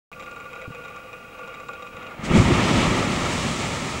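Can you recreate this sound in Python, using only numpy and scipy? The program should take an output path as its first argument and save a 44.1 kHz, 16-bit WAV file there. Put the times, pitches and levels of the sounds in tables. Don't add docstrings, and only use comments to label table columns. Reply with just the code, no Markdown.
import sys
import numpy as np
from scipy import signal
from scipy.fft import rfft, irfft
from scipy.io import wavfile

SR = 44100
rng = np.random.default_rng(int(sys.argv[2]) if len(sys.argv) > 2 else 0)


def generate_wav(sig):
    pcm = np.round(np.clip(np.atleast_2d(sig).T, -1, 1) * 32767).astype(np.int16)
    wavfile.write(sys.argv[1], SR, pcm)


N = 176400
T = np.arange(N) / SR


def from_db(db):
    return 10 ** (np.asarray(db) / 20)


def rms_one(x):
    return x / np.sqrt(np.mean(x ** 2) + 1e-20)


def level(rows):
    return from_db(np.interp(T, *np.transpose(rows)))


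def drift(rate_hz):
    hop, settle = 40, 2000
    pole = np.exp(-2 * np.pi * rate_hz * hop / SR)
    noise = rng.standard_normal(N // hop + settle + 2)
    slow = signal.lfilter([1], [1, -2 * pole, pole * pole], noise)[settle:]
    return np.interp(np.arange(N) / hop, np.arange(len(slow)), rms_one(slow))


def colour(x, spectrum):
    hz, db = np.transpose(spectrum)
    freqs = np.maximum(np.arange(N // 2 + 1) * SR / N, 1)
    gain = from_db(np.interp(np.log(freqs), np.log(hz), db))
    skirts = np.minimum(freqs / hz[0], 1) * np.minimum(hz[-1] / freqs, 1) ** 4
    return rms_one(irfft(rfft(x) * gain * skirts, N))


def clicks(per_s, spread_db):
    sizes = from_db(spread_db * np.minimum(rng.exponential(1, N), 5))
    signs = rng.choice([-1, 1], N)
    return rms_one(sizes * signs * (rng.random(N) < per_s / SR))


def turbulence(spectrum, surge_db, rate_hz):
    return colour(rng.standard_normal(N) * from_db(surge_db * drift(rate_hz)), spectrum)


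def pulses(rows, t60_s, rise_s):
    out = np.zeros(N)
    for start, db, hz in rows:
        age = np.maximum(T - start, 0)
        envelope = (1 - np.exp(-age / rise_s)) * np.exp(-np.log(1000) * age / t60_s)
        out -= from_db(db) * envelope * np.sin(2 * np.pi * hz * age)
    return out


# frequency in Hz, relative level in dB.
WIND_SPECTRUM = [(20, -3), (55, -0.5), (105, 0.5), (145, 2), (200, 2), (330, -2), (900, -10), (1800, -14),
                 (4500, -21.5), (7500, -23.5), (9000, -27), (15500, -31.5)]

def wind():
    return from_db(-49) * turbulence(WIND_SPECTRUM, surge_db=0.3, rate_hz=29)


# frequency in Hz, rms level in dB.
WHINE_TONES = [(4880, -76), (6835, -77), (12695, -81), (15662, -72)]

def whines():
    return sum(from_db(db) * np.sqrt(2) * np.sin(2 * np.pi * hz * T) for hz, db in WHINE_TONES)


# resonance in Hz, width in Hz, gain in dB.
HOUSING_MODES = [(502.5, 77, 0.5), (651, 110, -8), (793, 110, -10.5), (1030, 90, -18.5), (1169, 65, 2.5),
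                 (1414.6, 57.6, 2.5), (1700, 98, -22), (2006, 160, -14), (2220, 150, -10), (2392, 55, -6),
                 (2486, 106, -4), (2750, 130, -10), (2800, 54, -17), (3220, 160, -20), (3540, 120, -45),
                 (3806, 99, -20.5)]

def housing(force):
    out = 0
    for hz, width, db in HOUSING_MODES:
        radius = np.exp(-np.pi * width / SR)
        gain = (1 - radius ** 2) / 2
        section = [gain, 0, -gain, 1, -2 * radius * np.cos(2 * np.pi * hz / SR), radius ** 2]
        out = out + from_db(db) * signal.sosfilt([section, section], force + 1e-18)
    return out


# time in seconds, relative level in dB.
WHIRR_LEVELS = [(0.14, -44.5), (0.23, -41), (0.26, -43.5), (0.27, -38), (0.3, -44), (0.32, -42),
                (0.51, -40), (0.65, -37.5), (0.67, -48.5), (0.72, -40.5), (1.0, -40), (1.01, -43),
                (1.07, -41), (1.1, -42.5), (1.14, -40.5), (1.18, -44), (1.52, -38), (1.68, -44),
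                (1.69, -38), (1.77, -40.5), (1.88, -42), (1.9, -47), (1.92, -39), (2.14, -45)]

def whirr(stop_s=2.14, fade_s=0.025, gain_db=0.46, flutter_db=0):
    grind = clicks(per_s=1500, spread_db=1.83)
    fade = np.clip(1 - (T - stop_s) / fade_s, 0, 1)
    drive = level(WHIRR_LEVELS) * from_db(gain_db + flutter_db * drift(rate_hz=45)) * fade
    return housing(grind * drive) / np.std(housing(grind))


# start in seconds, relative strength in dB.
TICK_STRIKES = [(0.1287, -44), (0.1973, -41), (0.2054, -45), (0.2245, -42), (0.2352, -44), (0.2618, -44.5),
                (0.313, -41), (0.3626, -44), (0.4018, -41.5), (0.455, -45), (0.5318, -42.5),
                (0.5558, -42.5), (0.6162, -40.5), (0.7485, -42), (0.8391, -47), (0.8502, -44),
                (0.882, -45.5), (0.9615, -41), (1.1305, -40.5), (1.3883, -43), (1.4764, -43), (1.542, -42),
                (1.6007, -43), (1.6862, -37.5), (1.7347, -41), (1.824, -41), (1.8674, -41.5),
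                (1.9665, -42.5), (2.0267, -43), (2.0668, -42), (2.1107, -44.5)]
# frequency in Hz, relative level in dB.
TICK_SPECTRUM = [(600, 0.5), (1200, 15.5), (1700, 4), (2500, 10.5), (3050, -3), (3500, 1.5), (3850, 5),
                 (4050, -6), (5000, -10.5), (5800, -7), (6400, -14), (6900, -5), (7400, -2), (7900, -26),
                 (12000, -24), (16000, -35)]

def ticks(decay_s=0.0015, rebound_s=0.0052, rebound_db=-2):
    strikes = np.zeros(N)
    for start, db in TICK_STRIKES:
        rebound = start + rebound_s * rng.uniform(0.8, 1.2)
        strikes[int(start * SR)] += from_db(db)
        strikes[int(rebound * SR)] += from_db(db + rebound_db)
    envelope = signal.lfilter([1], [1, -np.exp(-1 / (decay_s * SR))], strikes + 1e-18)
    scrape = envelope * rng.choice([-1, 1], N)
    knock = from_db(-50.5) * rms_one(housing(scrape))
    ring = from_db(-53) * colour(scrape, TICK_SPECTRUM)
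    return knock + ring


# start in seconds, level in dB, pitch in Hz.
MIC_BUMPS = [(.677, -27.5, 109), (.680, -31.5, 264), (.705, -29.5, 149), (1.945, -35.5, 95),
             (2.193, -24, 158)]

def bumps():
    return pulses(MIC_BUMPS, t60_s=0.066, rise_s=0.0005)


# time in seconds, level in dB.
RUMBLE_LEVELS = [(1.75, -90), (1.96, -51.5), (2.16, -58), (2.24, -35), (2.30, -23.5), (2.35, -13.5),
                 (2.44, -20.5), (2.52, -18.5), (2.61, -20.5), (2.78, -19.5), (3.12, -27.5), (3.5, -29.5),
                 (4.0, -35)]
# frequency in Hz, relative level in dB.
RUMBLE_SPECTRUM = [(40, -32), (95, -6.5), (135, -2.5), (175, 0), (205, -1.5), (250, -1.5), (305, -10),
                   (355, -4.5), (430, -15.5), (800, -48)]

def rumble():
    return level(RUMBLE_LEVELS) * turbulence(RUMBLE_SPECTRUM, surge_db=1.0, rate_hz=35)


# time in seconds, level in dB.
ROAR_LEVELS = [(1.8, -90), (2.0, -44), (2.17, -42), (2.24, -32), (2.31, -25), (2.36, -20.5), (2.44, -26.5),
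               (2.52, -24), (2.8, -22.5), (3.1, -27), (3.45, -28), (4.0, -31)]
# frequency in Hz, relative level in dB.
ROAR_SPECTRUM = [(150, 1), (380, -6.5), (560, -1), (740, -5), (920, -4), (1020, -8), (1200, -2), (1370, -3),
                 (1490, -13.5), (1750, -9), (2200, -6), (2700, -11), (3500, -17.5), (4800, -31.5),
                 (8000, -42)]

def roar():
    return level(ROAR_LEVELS) * turbulence(ROAR_SPECTRUM, surge_db=1.02, rate_hz=12)


# time in seconds, level in dB.
BOOM_LEVELS = [(2.05, -92), (2.2, -49), (2.3, -25.5), (2.36, -28), (2.45, -24), (2.53, -23.5), (2.63, -40),
               (2.82, -23.5), (3.1, -35), (3.4, -37), (3.6, -42.5), (4.0, -43)]
# frequency in Hz, relative level in dB.
BOOM_SPECTRUM = [(20, -9), (42, -2), (60, 4), (85, 4.5), (115, 1), (170, -22)]

def boom():
    return level(BOOM_LEVELS) * turbulence(BOOM_SPECTRUM, surge_db=0, rate_hz=100)


# time in seconds, level of the hiss in dB.
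SPRAY_LEVELS = [(2.1, -92), (2.225, -54), (2.252, -36), (2.295, -44.5), (2.37, -31.5), (2.46, -35.5),
                (2.7, -33), (2.84, -33), (3.08, -35.5), (3.35, -33), (3.65, -34.5), (4.0, -38)]
# frequency in Hz, relative level in dB.
SPRAY_SPECTRUM = [(1200, -3), (2500, 1.5), (3200, 2.5), (3900, 2), (4800, -1), (6200, -0.5), (7400, 0),
                  (8300, -4), (10000, -14), (12000, -24), (15500, -36)]

def spray():
    drops = from_db(-12) * colour(clicks(per_s=3000, spread_db=5.5), SPRAY_SPECTRUM)
    hiss = turbulence(SPRAY_SPECTRUM, surge_db=0.5, rate_hz=26)
    return level(SPRAY_LEVELS) * (hiss + drops)


# time in seconds, level in dB.
JET_LEVELS = [(2.15, -90), (2.3, -50), (2.5, -31), (2.68, -29.5), (2.85, -29), (3.05, -37.5), (3.4, -37.5),
              (4.0, -60)]
# frequency in Hz, relative level in dB.
JET_SPECTRUM = [(200, -31), (600, -12), (900, 3.5), (1050, 6), (1300, -2), (1500, -12), (2000, -3),
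                (3200, -2), (4200, -9.5), (6000, -14), (8500, -28)]

def jet():
    return level(JET_LEVELS) * turbulence(JET_SPECTRUM, surge_db=1.9, rate_hz=45)


# start in seconds, level in dB, pitch in Hz.
STEAM_BURSTS = [(2.313, -6, 101), (2.356, -26, 142), (2.377, -3, 97), (2.398, 2, 113), (2.449, -17, 88),
                (2.529, -20, 142), (2.775, -17, 105), (2.87, -11, 126)]

def steam_thuds():
    return pulses(STEAM_BURSTS, t60_s=0.052, rise_s=0.0018)


def scene():
    camera = whines() + whirr() + ticks() + bumps()
    geyser = boom() + rumble() + roar() + jet() + spray() + steam_thuds()
    return np.tile(camera + geyser + wind(), (2, 1))


def record(dry):
    open_s, ceiling, cutoff_hz = 0.1162, 0.74, 15900
    rounded = dry / (1 + (dry / ceiling) ** 4) ** (1 / 4)
    lowpass = signal.ellip(12, 0.1, 80, cutoff_hz, fs=SR, output="sos")
    return signal.sosfilt(lowpass, rounded * (T >= open_s) + 1e-18)


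dry = scene()
out = record(dry)
generate_wav(out)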